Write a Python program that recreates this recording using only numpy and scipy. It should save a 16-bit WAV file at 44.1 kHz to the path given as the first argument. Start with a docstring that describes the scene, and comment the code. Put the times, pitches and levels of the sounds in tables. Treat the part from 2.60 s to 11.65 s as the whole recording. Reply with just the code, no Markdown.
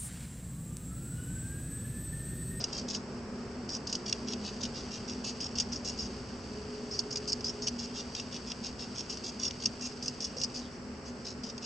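"""Caterpillar chewing a leaf

Close by, the head sweeps along the edge from tip to foot at six bites a second. Each bite fractures
a run of tiny cells and now and then snaps a vein; both impulses excite the stiff leaf's damped modes.
Sometimes the jaws skid and squeak by stick-slip friction. Behind this lie a soft hiss, the low drone
of the room, the hum of distant machines and one dull knock."""
import sys
import numpy as np
from scipy import signal
from scipy.fft import rfft, irfft, next_fast_len
from scipy.io import wavfile
from scipy.ndimage import map_coordinates

SR = 44100
rng = np.random.default_rng(int(sys.argv[2]) if len(sys.argv) > 2 else 0)


def master(y):
    """Save y as 16-bit WAV."""
    cut = np.clip(np.atleast_2d(y).T, -1, 1)
    pcm = np.round(cut * 32767)  # scale
    wavfile.write(sys.argv[1], SR, pcm.astype(np.int16))


N = 399105


def amp(db):
    """Amplitude ratio of a level in decibels."""
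    return 10 ** (np.asarray(db) / 20)


def unit(x):
    """Normalisation to an rms of 1."""
    return x / np.sqrt(np.mean(x ** 2) + 1e-20)


def wobble(n, rate):
    """Smooth random modulation: n samples of a spline with `rate` knots a second."""
    return map_coordinates(rng.standard_normal(int(n * rate / SR) + 4), [np.arange(n) * rate / SR])


def filtered(x, response):
    """Linear filtering: the spectrum of x times a complex frequency response."""
    n = x.shape[-1]
    padded = next_fast_len(n + 8192)
    return irfft(rfft(x, padded) * response(np.fft.rfftfreq(padded, 1 / SR)), padded)[..., :n]


def coloured(x, points):
    """Spectral shaping by (f/Hz, level/dB) points on a logarithmic frequency axis."""
    f, db = np.transpose(points)
    return filtered(x, lambda hz: amp(np.interp(np.log(hz + 1), np.log(f), db)))


def resonance(f, centre, width):
    """Causal frequency response of a damped harmonic oscillator."""
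    return 1j * f * width / (centre ** 2 - f ** 2 + 1j * f * width)


def band(x, hz, width, order=2):
    """Band-pass filtering by equal resonators in cascade; rms 1."""
    return unit(filtered(x, lambda f: resonance(f, hz, width) ** order))


def fractures(n, rate, spread_db):
    """Shot noise: cells burst at random, `rate` a second, with uneven sizes; rms 1."""
    hit = rng.random(n) < rate / SR
    polarity = rng.choice([-1, 1], n)
    size = amp(spread_db * np.clip(rng.standard_normal(n), -2, 2))
    return unit(hit * polarity * size)


# Spectrum of the room's low sound: f/Hz, relative level/dB
ROOM_SPECTRUM = [(15, -16), (30, -8), (45, -11), (62, 1.5), (80, 1), (100, -2.5), (135, 1.5), (170, -3),
                 (215, 3), (320, -8.5), (400, 0.5), (500, -7), (800, -11.5), (1500, -17), (2200, -24.5),
                 (4000, -33.5)]
# Noise bands of distant machines: f/Hz, bandwidth/Hz, relative level/dB
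MACHINE_BANDS = [(207, 7, -53), (237.5, 3.5, -49.6), (247.5, 5.5, -49.4), (289.5, 7.4, -59),
                 (353.5, 1.6, -60.5), (392.8, 12, -64.5), (415, 4, -65), (449.3, 16, -62), (531, 2.4, -62)]
# Spectrum of the hiss: f/Hz, relative level/dB
HISS_SPECTRUM = [(20, -15), (60, -11.5), (150, 6.5), (240, -1.5), (500, 7), (1300, 8.5), (2100, 3.5),
                 (2700, 2), (3600, -18), (4300, -1), (5000, 4), (5600, 7.5), (6400, -21.5), (7400, 1),
                 (8600, -11)]

def background(room_db=-44.3, hiss_db=-53.2, rumble_db=-53.5, fall_db_per_s=.3748):
    """Coherent and diffuse noise: room, machines and rumble are alike in both channels; hiss is not."""
    t = np.arange(N) / SR
    room = amp(room_db) * unit(coloured(rng.standard_normal(N), ROOM_SPECTRUM))
    machines = sum(amp(db) * band(rng.standard_normal(N), hz, 2 * width, order=3)
                   for hz, width, db in MACHINE_BANDS)
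    hiss = amp(hiss_db) * unit(coloured(rng.standard_normal((2, N)), HISS_SPECTRUM))
    rumble = amp(rumble_db) * band(rng.standard_normal(N), hz=90, width=120)
    passing = np.exp(-.5 * ((t - 3.3) / 1.4) ** 2)  # the rumble peaks at 3.3 s
    fading = amp(.82 - fall_db_per_s * t)
    return fading * (room + machines) + passing * rumble + hiss


# Spectrum of the room's lateral sound: f/Hz, relative level/dB
LATERAL_SPECTRUM = [(20, -26), (40, -9), (60, 0), (150, 2), (350, 1.5), (900, -7), (2500, -25)]

def lateral_room(db=-61):
    """Antiphase: room sound from the sides reaches left and right with opposite signs."""
    side = amp(db) * unit(coloured(rng.standard_normal(N), LATERAL_SPECTRUM))
    return np.array([side, -side])


# Passing low tones: peak t/s, standard deviation/s, f/Hz, range of wander/Hz, peak level/dB
DRONE_SWELLS = [(.2, .25, 207, 12, -50), (.98, .07, 243, 8, -45), (1.72, .1, 240, 8, -43),
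                (1.8, .2, 210, 8, -49), (2.1, .2, 54, 8, -56), (3.5, .4, 64.5, 10, -53),
                (6.82, .07, 243, 8, -44.5), (8.4, .25, 74, 8, -55)]

def swelling():
    """Amplitude modulation: unsteady tones rise from the drone and sink under Gaussian envelopes."""
    t, out = np.arange(N) / SR, np.zeros(N)
    for peak, spread, hz, wander, db in DRONE_SWELLS:
        pitch = hz + wander / 4 * wobble(N, 8)
        envelope = amp(db) * np.exp(-.5 * ((t - peak) / spread) ** 2)
        out += np.sqrt(2) * envelope * np.sin(2 * np.pi * np.cumsum(pitch) / SR)
    return out


# Runs of a distant motor: t/s, duration/s, initial f/Hz, initial level/dB
MOTOR_RUNS = [(3.88, 1.206, 422, -46.6), (5.3, .17, 417, -50)]

def motor_whine(sag_hz_per_s=4, fade_db_per_s=2.4, waver_db=.6, ramp_s=.055):
    """Tonal machine noise: one spectral line sags in frequency as it wavers and fades."""
    out = np.zeros(N)
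    for start, length, first_hz, db in MOTOR_RUNS:
        t = np.maximum(np.arange(N) / SR - start, 0)
        running = np.clip(np.minimum(t, length + ramp_s - t) / ramp_s, 0, 1)
        hz = first_hz - sag_hz_per_s * t
        level = amp(db - fade_db_per_s * t + waver_db * wobble(N, 9))
        out += np.sqrt(2) * running * level * np.sin(2 * np.pi * np.cumsum(hz) / SR)
    return out


def knock(at_s=7.769, hz=500, db=-25, t60=.028, attack_s=.002):
    """Free decay of one damped mode: a soft, dull knock."""
    t = np.maximum(np.arange(N) / SR - at_s, 0)
    envelope = amp(db - 60 * t / t60) * (1 - np.exp(-t / attack_s))
    return envelope * np.sin(2 * np.pi * hz * t)


# Spectrum of the leaf damped by feet and lips: f/Hz, relative level/dB
DAMPED_LEAF = [(1200, -36.5), (2100, -16), (2800, -5.5), (3700, -14), (4250, -12), (4550, 2), (5000, -3.5),
               (5700, -5), (6500, -10.5), (7000, -15), (8600, -15.5)]
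# Course of the faint crackle: t/s, level/dB
FIDGET_LEVELS = [(0, -47.5), (.37, -60), (1.1, -60), (1.55, -51.5), (4.2, -53), (5.2, -51.5), (8, -52.5),
                 (8.2, -60.5), (9.05, -58)]

def fidgeting(restless_db=1.2):
    """Contact damping: faint scratches of jaws and feet sound in broad humps between the bites."""
    scratches = coloured(fractures(N, rate=2500, spread_db=2), DAMPED_LEAF)
    db = np.interp(np.arange(N) / SR, *np.transpose(FIDGET_LEVELS))
    return amp(db + restless_db * wobble(N, 22)) * unit(scratches)


# Light drags of jaws and feet: t/s, duration/s, initial f/Hz, final f/Hz, level/dB
DRAGS = [(7.28, .06, 5300, 5000, -51), (7.99, .12, 4100, 2950, -58), (8.11, .06, 5200, 5700, -57)]

def scraping(width_hz=700):
    """Sliding friction: grains sound through four crossfaded bands, heard as one gliding resonance."""
    out, n = np.zeros(N + SR), SR // 5
    for start, length, first_hz, last_hz, db in DRAGS:
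        progress = np.clip(np.arange(n) / SR / length, 0, 1)
        envelope = amp(db) * np.sqrt(np.abs(np.sin(np.pi * progress)))
        grains = fractures(n, rate=1500, spread_db=3)
        for stage in np.linspace(0, 1, 4):
            hz = first_hz + stage * (last_hz - first_hz)
            share = np.maximum(1 - 3 * np.abs(progress - stage), 0)
            out[int(start * SR):][:n] += envelope * share * band(grains, hz, width_hz)
    return out[:N]


# Skids of the jaws on the cut edge: t/s, duration/s, initial f/Hz, final f/Hz, level/dB
SKIDS = [(2.808, .032, 4700, 5350, -42), (3.39, .028, 4950, 5600, -39), (3.422, .013, 4950, 4900, -39),
         (4.31, .038, 4950, 5650, -42), (4.34, .03, 4550, 4900, -42.5), (4.841, .01, 4850, 4830, -33),
         (4.855, .022, 5150, 4980, -37), (4.878, .032, 5200, 5600, -38), (6.83, .064, 5700, 5330, -35)]

def squeaking(wander=.014, slips_per_s=260, flutter_db=3.5, ramp_s=.004):
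    """Stick-slip oscillation: a short, fluttering whistle glides as the jaws skid."""
    out = np.zeros(N + SR)
    for start, length, first_hz, last_hz, db in SKIDS:
        t = np.arange(int(length * SR)) / SR
        glide = np.interp(t, [0, length], [first_hz, last_hz])
        hz = glide * (1 + wander * wobble(SR // 5, slips_per_s)[:len(t)])
        flutter = amp(flutter_db * wobble(SR // 5, slips_per_s)[:len(t)])
        whistle = unit(flutter * np.sin(2 * np.pi * np.cumsum(hz) / SR))
        pressure = np.clip(np.minimum(t, length - t) / ramp_s, 0, 1)
        out[int(start * SR):][:len(t)] += amp(db) * pressure * whistle
    return out[:N]


# Bending modes of the blade: f/Hz, bandwidth/Hz, relative level/dB
BENDING_MODES = [(1900, 1000, -37.5), (2418, 84, -11.5), (2691, 83, -7.5), (2835, 83, -6.5),
                 (3180, 260, -11), (3316, 74, -9.5), (3580, 110, -8), (3950, 700, -11.5)]
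# Modes of the stiff cut edge: f/Hz, bandwidth/Hz, relative level/dB
EDGE_MODES = [(4560, 130, 2.5), (4917, 143, 4), (5210, 88, -1), (5290, 110, 3), (5580, 370, 1.5),
              (5885, 90, 2), (6200, 160, -4), (6110, 96, -0.5), (6400, 84, -1), (6624, 140, -1),
              (6900, 400, -9), (7390, 300, -12), (7970, 300, -15), (8500, 190, -17)]

def leaf(force, flex_db, vary_db, retune=.04, size=2048):
    """Modal response: a force rings the leaf, and every grip retunes and reweights its modes."""
    hz, width, db = np.transpose(BENDING_MODES + EDGE_MODES)
    bends = np.arange(len(hz)) < len(BENDING_MODES)
    shift = retune * np.where(bends, 1, .5)  # the stiff edge moves half as much
    hz = hz * (1 + shift * rng.uniform(-1, 1, len(hz)))
    db = db + flex_db * bends + vary_db * rng.uniform(-1, 1, len(hz))
    f = np.fft.rfftfreq(size, 1 / SR)[:, None]
    gain = np.linalg.norm(amp(db) * np.abs(resonance(f, hz, width)) ** 2, axis=1)
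    # minimum phase: the ring starts at once, then the modes beat and die
    cepstrum = irfft(np.log(gain + 1e-4))
    cepstrum[1:size // 2] *= 2
    cepstrum[size // 2 + 1:] = 0
    impulse_response = irfft(np.exp(rfft(cepstrum)))
    return signal.fftconvolve(force, impulse_response)[:len(force)]


# Breaking veins and fibres: t/s, level/dB (first 5 ms), T60/s, bending gain/dB, favoured f/Hz
VEIN_SNAPS = [(0.0413, -27.0, 0.015, 2, 5720.0), (0.3492, -32.5, 0.017, 6, 5790.0),
              (1.0922, -39.0, 0.014, 0, 4830.0), (1.1507, -34.5, 0.02, -1, 5250.0),
              (1.271, -37.5, 0.03, 1, 5170.0), (1.3274, -29.5, 0.02, 0, 5530.0),
              (1.353, -30.0, 0.02, 3, 5200.0), (1.4955, -34.5, 0.014, 5, 5560.0),
              (1.527, -24.5, 0.018, 6, 5470.0), (1.7347, -35.0, 0.018, 6, 5550.0),
              (2.0343, -33.0, 0.018, 3, 5510.0), (2.053, -36.5, 0.018, 12, 5290.0),
              (2.4971, -41.0, 0.014, 5, 5980.0), (2.8047, -37.0, 0.023, 5, 5110.0),
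              (2.9855, -26.5, 0.017, 3, 5740.0), (3.0003, -24.5, 0.04, 0, 5500.0),
              (3.1339, -36.5, 0.014, 1, 5540.0), (4.392, -24.5, 0.016, -6, 5230.0),
              (4.401, -37.0, 0.025, 0, 5320.0), (4.5583, -30.5, 0.025, 3, 5510.0),
              (4.571, -33.0, 0.045, -8, 4830.0), (4.7211, -30.0, 0.04, -6, 5010.0),
              (4.7305, -26.0, 0.016, -5, 5080.0), (4.808, -40.5, 0.025, 2, 5310.0),
              (4.8434, -36.5, 0.02, -8, 4920.0), (4.8951, -36.5, 0.03, 1, 5560.0),
              (5.0708, -30.0, 0.04, 3, 5690.0), (5.075, -30.5, 0.025, 2, 5650),
              (5.082, -28.5, 0.012, 4, 5620.0), (5.5508, -34.0, 0.013, 6, 5650.0),
              (5.598, -34.5, 0.018, 7, 5660.0), (5.9186, -35.0, 0.012, 13, 5520.0),
              (6.0673, -37.0, 0.014, 3, 5570.0), (6.408, -38.5, 0.012, 6, 5680.0),
              (6.5723, -39.5, 0.013, 2, 5590.0), (6.832, -36.0, 0.016, 3, 5750.0),
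              (6.852, -32.5, 0.02, 3, 5540.0), (6.881, -41.0, 0.012, 3, 5520.0),
              (6.9093, -36.5, 0.01, 11, 5900.0), (7.024, -41.0, 0.015, 8, 6060.0),
              (7.038, -38.5, 0.02, -3, 5050.0), (7.058, -21.0, 0.011, -2, 5650.0),
              (7.069, -35.5, 0.016, -2, 5900.0), (7.2709, -40.0, 0.014, 0, 5360.0),
              (7.4258, -36.0, 0.03, -2, 5140.0), (7.4816, -27.5, 0.013, -3, 5490.0),
              (7.6049, -37.5, 0.025, 2, 5450.0), (7.6498, -39.0, 0.014, 2, 5230.0),
              (7.8158, -32.5, 0.014, -1, 5660.0), (7.8357, -26.5, 0.027, -7, 5460.0),
              (7.843, -28.5, 0.035, -13, 5030.0), (8.6677, -41.5, 0.014, 0, 5240.0),
              (8.8357, -39.0, 0.04, 2, 5160.0), (8.98, -41.0, 0.02, 1, 5060.0)]

def snapping(run_on=.18, lead_in_s=.007, focus_width_hz=550, body_db=-14.5, tick_db=-15):
    """Brittle fracture: a vein gives way in three quick steps, and the tear runs on briefly."""
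    before = SR // 100
    out, t = np.zeros(N + SR), (np.arange(SR // 10) - before) / SR
    for start, db, t60, bend_db, hz in VEIN_SNAPS:
        fade = amp(-60 * np.maximum(t / t60, -t / lead_in_s))  # swells in over a few milliseconds
        force = run_on * fractures(len(t), rate=3500, spread_db=3) * fade
        force[before] += 1
        force[before + int(rng.uniform(.001, .0018) * SR)] += .95
        force[before + int(rng.uniform(.0025, .0038) * SR)] += .5
        focused = filtered(force, lambda f: 1 + resonance(f, hz, focus_width_hz))
        ring = unit(leaf(focused, bend_db, vary_db=3))
        body = band(force, hz=3250, width=1600)  # the thick vein itself sounds lower
        tick = band(force, hz=7400, width=2400)  # the break is bright and dry
        crack = ring + amp(body_db + bend_db) * body + amp(tick_db) * tick
        crack /= np.std(crack[before:][:SR // 200])
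        out[int(start * SR) - before:][:len(t)] += amp(db) * crack
    return out[:N]


# Path of the head along the edge: t/s, position (0 at the tip, 1 at the foot)
HEAD_PATH = [(0, 0.75), (.4, 0.78), (1.1, 0.13), (3.45, 0.89), (4.3, 0), (5.0, .1), (5.4, 0.32), (7.9, 1),
             (8.45, 0.19), (9.05, 0.28)]
# Compliance along the edge: position, bending gain/dB
EDGE_COMPLIANCE = [(0, -6), (.15, -1.8), (.32, 7.8), (.6, 4.8), (.8, -1), (1, -3.5)]

def flex_at(time_s):
    """Driving-point compliance: bending gain in dB at the head, greatest partway along the edge."""
    position = np.interp(time_s, *np.transpose(HEAD_PATH))
    return np.interp(position, *np.transpose(EDGE_COMPLIANCE))


def stroke(t, length, flex_db, give_s_per_db=.0009, rustle_db=-12, rustle_t60=.24):
    """Elastic give: a bite's envelope rises and falls more slowly where the blade bends freely."""
    give = give_s_per_db * max(flex_db, 0)
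    attack, release = .004 + 2 * give, .008 + give
    closing = np.clip(np.minimum(t / attack, (length + release - t) / (2 * release)), 0, 1)
    # the torn edge rustles on after the bite
    rustle = (t > length) * amp(rustle_db - 60 * np.abs(t - length) / rustle_t60)
    return np.maximum(closing, rustle)


# Bites: t/s, duration/s, relative level/dB, favoured edge f/Hz, favoured bending f/Hz
JAW_STROKES = [(0, 0.025, -40.0, 4900, 2650.0), (0.126, 0.088, -40.0, 5090, 2670.0),
               (0.28, 0.096, -39.5, 5180, 3900.0), (1.086, 0.086, -39.5, 5030, 2760.0),
               (1.27, 0.1, -41.5, 5120, 2780.0), (1.454, 0.06, -40.0, 5540, 3450.0),
               (1.665, 0.076, -42.0, 5510, 2710.0), (1.831, 0.075, -42.5, 5080, 2800.0),
               (2.0, 0.07, -41.5, 5230, 3530.0), (2.14, 0.08, -44.0, 5230, 2780.0),
               (2.304, 0.075, -43.5, 5610, 2780.0), (2.471, 0.07, -44.0, 5710, 2780.0),
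               (2.637, 0.072, -38.0, 5570, 2760.0), (2.802, 0.076, -39.0, 5310, 2820.0),
               (2.95, 0.081, -40.5, 5500, 2820.0), (3.116, 0.064, -40.5, 5470, 3210.0),
               (3.244, 0.064, -37.5, 5480, 2670.0), (3.372, 0.102, -42.5, 5020, 2820.0),
               (4.31, 0.1, -45.0, 5030, 3190.0), (4.504, 0.042, -39.5, 5040, 3290.0),
               (4.673, 0.041, -35.5, 5250, 2780.0), (4.843, 0.068, -41.0, 5220, 2760.0),
               (5.015, 0.085, -41.0, 5490, 3570.0), (5.181, 0.08, -41.5, 5300, 2840.0),
               (5.337, 0.083, -41.5, 5130, 3210.0), (5.545, 0.08, -43.5, 5650, 3600.0),
               (5.712, 0.068, -43.5, 5360, 2780.0), (5.86, 0.07, -44.5, 5480, 2780.0),
               (6.025, 0.064, -41.5, 5370, 3360.0), (6.184, 0.074, -44.0, 5370, 2800.0),
               (6.347, 0.072, -40.0, 5470, 2780.0), (6.485, 0.064, -40.5, 5020, 2800.0),
               (6.633, 0.067, -40.0, 5090, 2820.0), (6.792, 0.095, -38.5, 5530, 3620.0),
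               (7.0, 0.075, -44.0, 5070, 3290.0), (7.208, 0.072, -39.5, 5490, 2690.0),
               (7.426, 0.07, -42.5, 5260, 3900.0), (7.603, 0.066, -37.5, 5410, 2760.0),
               (7.766, 0.074, -40.5, 5350, 2780.0), (7.94, 0.06, -41.0, 5150, 2730.0),
               (8.45, 0.06, -52.0, 4740, 2670.0), (8.644, 0.082, -44.5, 5110, 2760.0),
               (8.835, 0.077, -45.0, 5190, 2800.0), (9.015, 0.07, -41.0, 5040, 2760.0)]

def tearing(gain_db=-.36, ragged_db=.8, crackle_db=-11, vein_lag_s=.02):
    """Impulsive excitation: in each bite a dense run of bursting cells and a few larger ring the leaf."""
    out, t = np.zeros(N + SR), np.arange(SR // 5) / SR
    for start, length, db, edge_hz, bend_hz in JAW_STROKES:
        flex_db = flex_at(start)
        roughness_db = ragged_db * np.clip(wobble(len(t), 60), -2, 1)
        effort = amp(db + gain_db + roughness_db) * stroke(t, length, flex_db)
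        # jaws that catch on a vein tear in clumps and pick out single modes
        meets_vein = any(start < s < start + length + vein_lag_s for s, *_ in VEIN_SNAPS)
        catch = .69 if meets_vein else .16
        clump_db, vary_db, grip = 1.7 + 2.4 * catch, 3 + 3 * catch, .3 + .9 * catch
        slips = np.clip(wobble(len(t), 220), -2, .9)
        cells = amp(clump_db * slips) * fractures(len(t), rate=1700, spread_db=4)
        cells += amp(crackle_db) * fractures(len(t), rate=120, spread_db=2)
        force = filtered(cells, lambda f: 1 + grip * resonance(f, edge_hz, width=450)
                         + .22 * resonance(f, bend_hz, width=400))
        ring = unit(leaf(force, flex_db, vary_db))
        out[int(start * SR):][:len(t)] += effort * ring / np.std(ring[t < length])
    return out[:N]


# Spectrum of the chewing's stereo spread, strongest near 4.6 kHz: f/Hz, relative level/dB
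SPREAD_SPECTRUM = [(1000, -30), (2400, -13), (3600, -13), (4250, -5), (4600, 12), (5150, 8), (5700, 1.5),
                   (6400, -16.5), (7100, -2.5), (7900, -17), (9000, -23)]

def stereo_spread(x, side_db=-8):
    """Decorrelation: noise that follows every burst is added on the left and subtracted on the right."""
    following_noise = unit(coloured(x * rng.standard_normal(N), SPREAD_SPECTRUM))
    side = amp(side_db) * np.std(x) * following_noise
    return np.array([x + side, x - side])


def scene():
    """Superposition: chewing in front, the room behind."""
    chewing = stereo_spread(tearing() + snapping() + squeaking() + scraping() + fidgeting())
    return chewing + background() + swelling() + lateral_room() + motor_whine() + knock()


def record(dry, cutoff_hz=8640):
    """Band limiting: a very steep low-pass removes the highest treble."""
    return filtered(dry, lambda hz: 1 / np.sqrt(1 + (hz / cutoff_hz) ** 300))


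dry = scene()
out = record(dry)
master(out)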